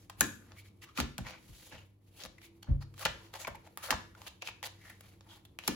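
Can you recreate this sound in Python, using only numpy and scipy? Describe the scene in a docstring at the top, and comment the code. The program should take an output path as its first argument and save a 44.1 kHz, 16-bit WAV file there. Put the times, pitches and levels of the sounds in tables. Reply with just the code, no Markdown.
"""Playing cards drawn from a fan and dealt onto piles on a cloth-covered wooden table.
Bent cards snap free and slap down, edges tick and grate, and faces rub over each other,
all coloured by the card's bending modes. Landing cards and a hand thump the table top.
The microphone is a phone's, in stereo, close to the cards. Behind them a small room
rings briefly, with still air and the faint hum of an appliance."""
import sys
import numpy as np
from scipy import signal
from scipy.fft import rfft, irfft, next_fast_len
from scipy.io import wavfile
from scipy.ndimage import uniform_filter1d

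SR = 44100
rng = np.random.default_rng(int(sys.argv[2]) if len(sys.argv) > 2 else 0)


def generate_wav(sig):
    """Save sig (samples, or channels by samples) to the path in sys.argv[1] as 16-bit PCM at SR."""
    pcm = np.round(np.clip(np.atleast_2d(sig).T, -1, 1) * 32767).astype(np.int16)
    wavfile.write(sys.argv[1], SR, pcm)


N = 253865
PORT_LAG_S, BASS_APART_HZ = -0.000035, 600  # the cards reach the left microphone port first
CONTACT_LOW_HZ = 512  # a short edge moves little air below this


def undb(db):
    """Decibels to gain."""
    return 10 ** (np.asarray(db) / 20)


def curve(hz, points):
    """Values of (Hz, value) points, joined on a log-frequency axis."""
    at, value = np.transpose(points)
    return np.interp(np.log(hz + 1), np.log(at), value)


def wander(t, step_s):
    """Random values step_s apart, joined by straight lines."""
    steps = rng.standard_normal(size=4096)
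    return np.interp((t - t[0]) / step_s, np.arange(len(steps)), steps)


def add(out, x, s):
    """Mix a stereo sound in at time s."""
    start = int(s * SR)
    a, b = max(start, 0), min(start + x.shape[1], N)
    out[:, a:b] += x[:, a - start:b - start]


def shape(x, gain_db, size=2048):
    """Causal filter from a function Hz -> dB, by way of the cepstrum."""
    cepstrum = irfft(np.log(undb(gain_db(np.fft.rfftfreq(size, 1 / SR)))))
    cepstrum[1:size // 2] *= 2
    cepstrum[size // 2 + 1:] = 0
    impulse = irfft(np.exp(rfft(cepstrum)))
    return signal.fftconvolve(x, impulse[None], axes=1)[:, :x.shape[1]]


def ports(pair, apart_hz, lag_s=0):
    """Two signals as left and right at the microphone: alike in the bass, less so above apart_hz."""
    size = next_fast_len(pair.shape[1] + 64)
    hz = np.fft.rfftfreq(size, 1 / SR)
    mid, side = rfft(pair, size)
    width = hz / np.hypot(hz, apart_hz)
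    left = (mid + width * side) * np.exp(-2j * np.pi * hz * lag_s)
    right = mid - width * side
    return irfft(np.array([left, right]) / np.hypot(1, width), size)[:, :pair.shape[1]]


# still air around the microphone: (frequency [Hz], relative density [dB])
AIR_SPECTRUM = [(25, -6.5), (45, 2.5), (100, 7.5), (160, -1.5), (265, -5.5), (320, 1), (400, -7.5),
                (550, -13.5), (700, -16), (1100, -19), (2200, -42.5), (4000, -37.5), (8000, -42.5),
                (11000, -35.5), (16000, -42.5)]
# an appliance in the background: (frequency [Hz], level [dB])
HUM_PARTIALS = [(99.5, -64.5), (183, -76.5), (198, -78), (334, -75), (465, -82.5)]
def room_tone(air_db=-63, waver=0.76):
    """Still air, and a hum whose partials waver in level and phase."""
    t = np.arange(N) / SR
    air = shape(rng.standard_normal((2, N)), lambda hz: curve(hz, AIR_SPECTRUM), size=16384)
    air = ports(air, apart_hz=BASS_APART_HZ)
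    knots_s = np.linspace(0, t[-1], 40)
    hum = 0
    for hz, db in HUM_PARTIALS:
        swell, drift = (np.interp(t, knots_s, rng.standard_normal(40)) for _ in range(2))
        tone = np.sin(2 * np.pi * hz * t + waver * drift)
        hum = hum + np.sqrt(2) * undb(db) * (1 + waver * swell) * tone
    return air / air.std() * undb(air_db) + hum


# bending modes of a card: (frequency [Hz], width [Hz], gain [dB])
CARD_MODES = [(867, 200, 2.5), (970, 150, 2), (1410, 160, 2), (1724, 190, 1), (1950, 1100, -1.5),
              (2300, 85, 2), (2810, 60, 0.5), (3150, 480, 0.5), (4160, 47, -10), (7200, 180, -3.5),
              (7330, 2500, 6.5)]
def card(colour, ring_hz, ring_db, ring_octaves, low_hz, body_db, edge_db):
    """A card's response, Hz -> dB: its free length favours modes near ring_hz and sheds the bass."""
    def gain_db(hz):
        modes = sum(db / (1 + (2 * (hz - mode_hz) / width) ** 2) for mode_hz, width, db in CARD_MODES)
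        tilt = curve(hz, [(1300, body_db), (3600, 0.0056), (6200, 0.0078), (10500, edge_db)])
        octaves = np.log2((hz + 1) / ring_hz)
        favour = 1 + np.exp(-2 * octaves ** 2) / 2
        bass_loss = 10 * np.log10(1 / (1 + (low_hz / (hz + 1)) ** 8) + .003)
        ring = ring_db / (1 + (octaves / ring_octaves) ** 2)
        return curve(hz, colour) + modes * favour + tilt + bass_loss + ring
    return gain_db


def catches(size, per_s=80, cycles=2.0):
    """The embossing catches and lets go, each time plucking one upper bending mode for a few cycles."""
    out = np.zeros((2, size))
    for mode_hz, _, _ in CARD_MODES[4:]:
        plucks = rng.random(size) < per_s / SR
        pole = np.exp((2j * np.pi - 1 / cycles) * mode_hz / SR)
        ring = signal.lfilter([1], [1, -pole], plucks)
        out += [ring.imag, (ring * np.exp(1j * rng.standard_normal())).imag]
    return out / (out.std() + 1e-9)


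# rubbed card stock, heard close: (frequency [Hz], gain [dB])
RUBBED_STOCK = [(100, 1), (300, -1.5), (560, 3.5), (900, -3.5), (1600, -1.5), (2600, 1), (4000, 5),
                (6500, -2), (9000, -8.5), (10300, 6.5), (12000, 4), (13500, -4.5), (15200, 3.5),
                (16400, -9.5)]
def rub(t, ring_hz, ring_db, low_hz, body_db, edge_db, catch_db=-7.0, judder_db=2.5, judder_s=0.0086,
        ring_octaves=0.18, bend_octaves=0.052, bend_db=5.0, bend_s=.018):
    """Faces hiss and catch on each other; as fingers flex the card, its ring and body shift."""
    hiss = ports(rng.standard_normal((2, len(t))), apart_hz=2000, lag_s=PORT_LAG_S)
    friction = hiss + undb(catch_db) * catches(len(t))

    def bent(way):
        bent_hz, bent_db = ring_hz * 2 ** (way * bend_octaves), body_db - way * bend_db
        return card(RUBBED_STOCK, bent_hz, ring_db, ring_octaves, low_hz, bent_db, edge_db)
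    slack, taut = shape(friction, bent(-1)), shape(friction, bent(1))
    flex = (1 + np.tanh(2 * wander(t, bend_s))) / 2
    x = slack + flex * (taut - slack)
    return x / x.std() * undb(judder_db * wander(t, judder_s))


def rustle(level_db=-79.5, fidget_db=3, fidget_s=0.05):
    """The fan shifts in the fingers all the while, rubbing faintly in small random nudges."""
    t = np.arange(N) / SR
    rubbing = rub(t, ring_hz=2200, ring_db=6, low_hz=400, body_db=2.5, edge_db=2)
    return rubbing * undb(level_db + fidget_db * wander(t, fidget_s))


# cards drawn over the others, close to the microphone: (time of top speed [s], rise [s], fall [s],
# level [dB], ring [Hz], ring strength [dB], low cut [Hz], body [dB], edge hiss [dB])
CARD_SLIDES = [(.03, 0.18, 0.026, -68, 5850, 5, 313, 4, 0),
               (0.203, 0.02, .012, -54.5, 2400, 2, 300, 9.5, 5.5),
               (0.471, 0.069, 0.18, -66, 1230, 6, 300, 13, -6),
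               (0.588, .028, 0.029, -58, 2270, 16, 895, -7, 0),
               (0.667, 0.021, 0.021, -62.5, 2200, 7, 880, 3.5, -2),
               (.834, 0.013, 0.015, -49.5, 2540, 6, 1060, 12.5, -3),
               (.898, 0.03, 0.018, -58.5, 1180, 15, 1000, 13, -13),
               (0.996, 0.027, 0.025, -39.5, 1380, 8, 704, 4, -8.5),
               (1.272, 0.019, 0.074, -46.5, 2360, 7, 613, 10.5, -18),
               (1.661, 0.22, 0.057, -59, 5500, -0.5, 400, -1, -0.5),
               (1.729, 0.017, 0.071, -53, 2724, 8, 400, 8.5, -10),
               (2.077, 0.013, 0.022, -73, 4100, 3, 1780, 8.5, -1),
               (2.19, 0.053, 0.044, -59.5, 2500, 6.5, 394, 6.5, 2),
               (2.21, 0.021, 0.024, -51, 3500, 1, 396, 2.5, -8),
               (2.249, 0.011, 0.015, -51.5, 4280, 4, 392, 11.5, 4.5),
               (2.451, 0.031, 0.025, -54.5, 2200, 15.5, 710, 0.5, 0),
               (2.631, .005, 0.002, -51, 2530, -1, 600, 2.5, -4),
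               (2.671, 0.01, .011, -58, 1650, 5, 500, 26.5, -18),
               (2.824, 0.013, 0.013, -53, 4740, 13.5, 700, 16, -2),
               (3.018, 0.038, 0.046, -46, 1130, 5.5, 600, 5, -2.5),
               (3.242, 0.066, 0.063, -62, 1020, 14.5, 504, 3.5, -6.5),
               (3.354, 0.018, 0.034, -50, 970, 9, 593, 7.5, -4),
               (3.411, 0.02, 0.031, -46.5, 6700, 6, 600, 11.5, 0),
               (3.482, 0.0035, 0.0065, -37, 850, -10, 392, 24.5, -8),
               (3.669, 0.039, 0.015, -60.5, 780, 7.5, 500, 9.5, -5),
               (3.854, 0.034, 0.042, -47, 1300, 7.5, 600, 3.5, 1),
               (3.928, 0.037, 0.017, -40, 1300, -0.5, 560, 35, 2),
               (4.237, 0.067, 0.076, -59.5, 1040, 11, 500, 6, -2.5),
               (4.275, 0.013, 0.0086, -46, 2830, 10, 500, 4.5, -3),
               (4.425, 0.0076, .008, -45, 2600, 14, 400, -3, -16),
               (4.476, 0.022, 0.021, -44.5, 2600, 7, 400, 2, -7),
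               (4.638, 0.0058, 0.0071, -41.5, 1950, 24, 600, -4, -7),
               (4.659, 0.017, 0.011, -42.5, 880, 16, 600, -5.5, -2),
               (4.884, 0.084, 0.07, -58.5, 1950, 11, 693, 8, -4),
               (5.08, 0.11, 0.074, -65.5, 2200, 4, 585, 6.5, -2),
               (5.324, 0.031, 0.032, -57, 3400, 13, 1000, -12.5, -8),
               (5.35, 0.07, 0.047, -59, 930, 7.5, 734, 13, -0.5),
               (5.67, 0.034, 0.044, -51, 3760, 3, 400, 10, -4.5)]
def slides():
    """Each drawn card speeds up and slows down again, and rubs as loudly as it is fast."""
    out = np.zeros((2, N))
    t = np.arange(-(SR // 3), SR // 6) / SR
    for s, rise_s, fall_s, db, *timbre in CARD_SLIDES:
        speed = np.exp(-(t / np.where(t < 0, rise_s, fall_s)) ** 2)
        add(out, rub(t, *timbre) * speed * undb(db), s + t[0])
    return out


def burst(push):
    """Stereo noise under the envelope push, with its energy spread evenly over the spectrum."""
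    noise = push * rng.standard_normal((2, len(push)))
    spectrum = rfft(ports(noise, apart_hz=2180, lag_s=PORT_LAG_S))
    power = uniform_filter1d(np.abs(spectrum) ** 2, size=121)
    return irfft(spectrum / np.sqrt(power + 1e-12), len(push))


# struck card stock, heard close: (frequency [Hz], gain [dB])
STRUCK_STOCK = [(100, -15), (300, 4.5), (520, 0.5), (800, -1), (1500, 0.5), (2200, 4), (4000, 3),
                (6500, -3.5), (9000, -8.5), (11300, 5.5), (13500, -7.5), (15200, -3)]
def strike(out, s, db, decay_s, ring_hz, ring_db, body_db, edge_db, rise_share=0.69, ring_octaves=0.22,
           flutter_db=-27, flutter_s=0.022, hard_db=-21.5, hard_tones_db=-13.5, tones_growth=.45):
    """Mix in one blow on a card: a sharp click, a short flutter and an after-ring."""
    lead_s, blow_s = .006, .002  # db is the level with the click's energy spread over blow_s
    t = np.arange(SR // 7) / SR - lead_s
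    before, after = np.minimum(t, 0), np.maximum(t, 0)
    release = np.exp(-after / decay_s) + undb(flutter_db) * np.exp(-after / flutter_s)
    push = np.exp(-(before / (rise_share * decay_s)) ** 2) * release
    response = card(STRUCK_STOCK, ring_hz, ring_db, ring_octaves, CONTACT_LOW_HZ, body_db, edge_db)
    click = shape(burst(push), response)
    click /= np.linalg.norm(click, axis=1, keepdims=True)
    tones_db = hard_tones_db + tones_growth * min(db - hard_db, 0)  # light blows stay dry
    blow = click + undb(tones_db) * after_ring(after, ring_hz)
    add(out, blow * undb(db) * np.sqrt(blow_s * SR), s - lead_s)


# tones that ring on briefly after a card is struck: (frequency [Hz], relative level [dB], t60 [s])
AFTER_RING_TONES = [(880, -8.5, 0.053), (1038, -0.5, .18), (1462, -1, 0.08), (1650, -3, .16),
                    (1750, 0, 0.24), (1885, -2.5, .16), (2420, 0, .14), (2830, -4, .18), (3090, -4, .16),
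                    (3890, -9.5, .1), (4160, -7, .1), (5960, -3.5, .08)]
def after_ring(t, ring_hz, centre_hz=1500, reach_octaves=1.0, detune=.008, scatter_db=2.5):
    """Brief tones, favoured between centre_hz and ring_hz, in a new mix for every blow; unit energy."""
    tone_hz, tone_db, t60 = np.transpose(AFTER_RING_TONES)
    bend, strength, left, right = rng.standard_normal((len(AFTER_RING_TONES), 4)).T
    octaves = np.log2(tone_hz / np.sqrt(ring_hz * centre_hz))
    gain = undb(tone_db + scatter_db * strength) / (1 + (octaves / reach_octaves) ** 2)
    poles = 2j * np.pi * tone_hz * (1 + detune * bend) - np.log(1000) / t60
    stereo_gain = gain * np.exp(1j * np.array([left, right]) / 2)
    ring = (stereo_gain @ np.exp(poles[:, None] * t)).imag * (t > 0)
    return ring / np.linalg.norm(ring, axis=1, keepdims=True)


# card edges clicking, close to the microphone:
# (time [s], level [dB], decay [s], ring [Hz], ring strength [dB], edge hiss [dB])
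EDGE_TICKS = [(0.099, -38.5, 0.0021, 1060, 8.5, -2.5), (0.2093, -18.5, .0005, 1494, 16, 9.5),
              (0.2173, -24.5, 0.0012, 1654, 15.5, -0.5), (0.52, -49.5, 0.0013, 2420, -5, -22),
              (1.002, -24, 0.00095, 2500, 0.5, -6), (1.0095, -40.5, 0.0011, 3250, 27, -10),
              (1.7248, -45, 0.0034, 1690, 16, -16), (2.3841, -49.5, 0.0035, 2070, 20, -4),
              (2.4173, -52.5, .0023, 2200, 3, -12), (2.631, -51, 0.0023, 1700, 4, -8),
              (2.645, -54.5, 0.0028, 800, 10, -15), (2.942, -54, 0.0025, 1260, 8, -5),
              (2.9795, -49.5, 0.00082, 1050, 4.5, -7), (3.029, -42.5, 0.0023, 1770, 10, -18),
              (3.058, -29, 0.0019, 4230, 6, -8), (3.066, -28, 0.0038, 2830, 7, -27),
              (3.358, -45, 0.0012, 1010, 9, -5), (3.4493, -34, 0.0018, 2200, 17.5, -20),
              (3.4502, -39.5, 0.0017, 1000, 27, -11), (3.477, -38.5, 0.0011, 3800, 4, 5),
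              (3.548, -40.5, 0.0026, 914, 29, -11), (3.555, -45.5, 0.0044, 2200, 14, 0),
              (3.7743, -33.5, 0.00048, 1205, 10.5, 5), (4.151, -49, 0.0017, 1520, 20.5, -6.5),
              (4.218, -44, 0.0009, 1047, 7, -6.5), (4.6294, -34.5, 0.0009, 920, 3, -5.5),
              (4.637, -38, 0.0012, 3020, 13, -2), (4.641, -43.5, 0.0012, 1960, 15, -11),
              (4.667, -43, 0.00071, 4000, 4, 4), (4.9, -42, 0.0062, 1950, 16, 3),
              (5.0087, -47, 0.0019, 1100, -2, 3), (5.209, -52.5, 0.001, 2200, -9, -17),
              (5.453, -50, 0.003, 3500, 12.5, 3), (5.5889, -34.5, 0.00065, 2540, 12, -3),
              (5.638, -43, 0.0012, 2900, 15, -17)]
def ticks(body_db=6):
    """A card edge clicks once against the others."""
    out = np.zeros((2, N))
    for s, db, decay_s, ring_hz, ring_db, edge_db in EDGE_TICKS:
        strike(out, s, db, decay_s, ring_hz, ring_db, body_db, edge_db)
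    return out


# the wooden table top: (frequency [Hz], relative level [dB], t60 [s])
TABLE_MODES = [(46.7, -4.5, 0.29), (60.4, -5.5, 0.26), (75.8, 1, .3), (100.4, -3.5, 0.4), (136.4, -4, 0.36),
               (192, -5, 0.41), (219.4, -10, 0.29), (242.5, 4.5, .18), (294.4, -3.5, .2), (354, -8.5, .2),
               (378, -11.5, .25), (480, -14, .4), (555.2, -4.5, .29), (665, -15, .12)]
# cards and a hand landing on the cloth near the microphone:
# (time [s], level [dB], low cut [Hz], high cut [Hz], puff of air against the ring [dB])
LANDINGS = [(0.17, -52.5, 40.65, 130, 4), (0.21, -38.5, 163, 340, 2), (0.986, -35.5, 218, 375, -4.5),
            (0.999, -40, 42, 167, 1.5), (1.185, -44.5, 45.4, 225, 4.5), (1.488, -52, 49.6, 131, -2),
            (1.728, -55, 69.8, 219.8, -6), (2.238, -58, 68.4, 250, -2), (2.683, -27, 40.35, 146, -6.5),
            (2.706, -33, 122, 130, -20.5), (3.05, -48.5, 41.9, 197, 6.5), (3.476, -51.5, 50, 250, -2.5),
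            (3.91, -44.5, 58, 266, 3), (5.68, -40.5, 151.7, 410, 5.5)]
def thumps(contact_cycles=0.44, puff_s=0.044, puff_hz=900, leak_db=-26):
    """A padded blow wakes the table's modes and squeezes a puff of air from under the cards."""
    out = np.zeros((2, N))
    t = np.arange(SR // 2) / SR
    mode_hz, mode_db, t60 = np.transpose(TABLE_MODES)[:, :, None]
    # neighbouring modes move the table top in opposite directions
    swing = np.cos(np.pi * np.arange(len(TABLE_MODES)))[:, None] * np.exp(2j * np.pi * mode_hz * t)
    for s, db, low_hz, high_hz, puff_db in LANDINGS:
        def reach(hz):
            """Gain in dB: a heavier blow reaches lower, a softer one less high."""
            band = 1 / np.hypot(1, (low_hz / (hz + 1)) ** 3) / np.hypot(1, (hz / high_hz) ** 5)
            return 20 * np.log10(band + undb(leak_db))
        ring = np.sum(undb(mode_db + reach(mode_hz) - 60 * t / t60) * swing, axis=0)
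        ring = np.array([ring.imag, ring.real]) / ring[:SR // 32].real.std()
        noise = rng.standard_normal(ring.shape)
        puff = shape(noise, lambda hz: reach(hz) - 20 * np.log10(1 + (hz / puff_hz) ** 2), size=8192)
        thump = ring + undb(puff_db) * puff / puff.std() * np.exp(-t / puff_s)
        contact = 1 - np.exp(-(t * high_hz / contact_cycles) ** 2)
        add(out, ports(thump * contact, apart_hz=800) * undb(db), s)
    return out


# bent cards let go close to the microphone: (time [s], level [dB], ring [Hz], ring strength [dB],
# body [dB], edge hiss [dB], gap to the slap [s], slap against snap [dB], slap ring [Hz])
CARD_SNAPS = [(0.2086, -15.5, 6660, 12.5, -13, 6.5, 0.0017, -3.5, 1640),
              (0.976, -30, 2400, 10.5, 4, -7, 0.0105, 2.5, 1280),
              (1.1816, -33, 4590, -1, 2.5, -1.5, 0.0066, -4, 3090),
              (2.2371, -38.5, 5400, 2.5, -13, -12, 0.024, -6, 4160),
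              (3.053, -22, 2950, 8.5, -3, -6.5, 0.006, 2, 1720),
              (3.3394, -39, 3830, 9, 13, -1.5, 0.016, -5, 890),
              (3.472, -34.5, 2100, 9.5, 8, -12.5, 0.0052, 0.5, 1160),
              (3.9072, -18, 1600, 6.5, 4, -8, 0.0192, -5.5, 1100),
              (3.9139, -27.5, 5430, 8.5, 3, -1, 0.026, -5, 800),
              (4.4224, -35.5, 2600, 12.5, 0, -8.5, 0.0054, -5.5, 683),
              (4.4745, -32, 2530, 13.5, -3.5, -12.5, 0.013, -2.5, 2500),
              (5.678, -21, 5370, 7, -6, 2.5, 0.003, -2.5, 2970)]
def snaps(snap_decay_s=0.0012, crisp_db=19.5, slap_body_db=21.5, slap_decay_ratio=1.7):
    """A bent card snaps free, then slaps down with its whole face, fuller and longer than the snap."""
    out = np.zeros((2, N))
    for s, db, ring_hz, ring_db, body_db, edge_db, gap_s, slap_db, slap_hz in CARD_SNAPS:
        decay_s = snap_decay_s * 2 ** (-edge_db / crisp_db)  # a crisp edge lets go sooner
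        strike(out, s, db, decay_s, ring_hz, ring_db, body_db, edge_db)
        strike(out, s + gap_s, db + slap_db, decay_s * slap_decay_ratio,
               slap_hz, ring_db, body_db + slap_body_db, edge_db)
    return out


# edges grating across a pile near the microphone:
# (time [s], length [s], level [dB], ring [Hz], body [dB], edge hiss [dB])
EDGE_SCRAPES = [(0.987, 0.027, -43, 2200, 3, -10), (1.258, 0.053, -52.5, 2416, 12.5, -6),
                (2.201, 0.029, -52, 3260, -1, -13), (2.24, 0.013, -49.5, 4210, 11.5, -10),
                (2.993, .035, -49, 1300, 9.5, 1.5), (3.339, 0.027, -49.5, 990, 10, -9),
                (3.396, .038, -51, 6730, 8, -5), (3.828, 0.063, -50, 1500, 4, -3.5),
                (4.272, .013, -50, 3040, -5, -4), (4.633, 0.014, -45.5, 2000, 5.5, -11),
                (4.652, 0.022, -48, 2980, 14, -4)]
def scrapes(slips_per_s=420, scatter_db=3.0, ring_db=5, ring_octaves=.3):
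    """An edge sticks and slips over the embossing: a quick run of uneven tiny clicks into the card."""
    out = np.zeros((2, N))
    t = np.arange(SR // 10) / SR
    for s, length_s, db, ring_hz, body_db, edge_db in EDGE_SCRAPES:
        slips = (rng.random(len(t)) < slips_per_s / SR) * (t < length_s)
        slips = slips * undb(scatter_db * rng.standard_normal(len(t)))
        pair = slips * np.sign(rng.standard_normal((2, len(t))))
        response = card(RUBBED_STOCK, ring_hz, ring_db, ring_octaves, CONTACT_LOW_HZ, body_db, edge_db)
        grate = shape(ports(pair, apart_hz=2000, lag_s=PORT_LAG_S), response)
        grate /= np.linalg.norm(grate) + 1e-9
        add(out, grate * np.sqrt(2 * length_s * SR) * undb(db), s)
    return out


def lull(at_s=1.987, half_width_s=0.11, depth_db=-6):
    """Gain of the quiet layers, which dip briefly."""
    t = np.arange(N) / SR
    return undb(depth_db * np.exp(-((t - at_s) / half_width_s) ** 2))


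# the small room, heard from the table: (frequency [Hz], tail gain [dB], t60 [s])
ROOM_BANDS = [(80, 10, 0.035), (250, -2, 0.84), (714, -4, 0.25), (1600, -8, 0.42), (3500, -6, 0.37),
              (7700, -10, .37), (12000, -20.5, 0.57), (16000, -15.5, .32)]
def room(dry, build_s=0.00065, echo_s=0.0058, echo_db=-15):
    """One near reflection and a diffuse tail that lingers longest in the low mids."""
    t = np.arange(SR * 3 // 5) / SR
    hz = np.fft.rfftfreq(len(t), 1 / SR)
    noise = rfft(ports(rng.standard_normal((2, len(t))), apart_hz=BASS_APART_HZ))
    tail = 0
    for band_hz, db, t60 in ROOM_BANDS:
        band = curve(hz, [(at, float(at == band_hz)) for at, _, _ in ROOM_BANDS])
        fade = undb(-60 * t / t60) * (1 - np.exp(-t / build_s))
        tail = tail + irfft(noise * band, len(t)) * undb(db) * fade / np.linalg.norm(fade)
    tail[:, int(echo_s * SR)] += undb(echo_db)
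    return signal.fftconvolve(dry, tail, axes=1)[:, :N]


def scene(left_db=0.3, table_room_db=-7):
    """Cards and table close up and a little left of centre, with the room behind them."""
    cards = snaps() + ticks() + slides() + scrapes() + rustle() * lull()
    table = thumps()
    sound = cards + table + room(cards + undb(table_room_db) * table)
    return sound * undb([[left_db], [-left_db]]) + room_tone() * lull()


def record(dry, rumble_hz=37, top_hz=16400):
    """The phone's microphone cuts rumble and the highest treble."""
    low_cut = signal.butter(4, rumble_hz, "highpass", fs=SR, output="sos")
    high_cut = signal.ellip(10, .2, 70, top_hz, fs=SR, output="sos")
    return signal.sosfilt(high_cut, signal.sosfilt(low_cut, dry))


dry = scene()
out = record(dry)
generate_wav(out)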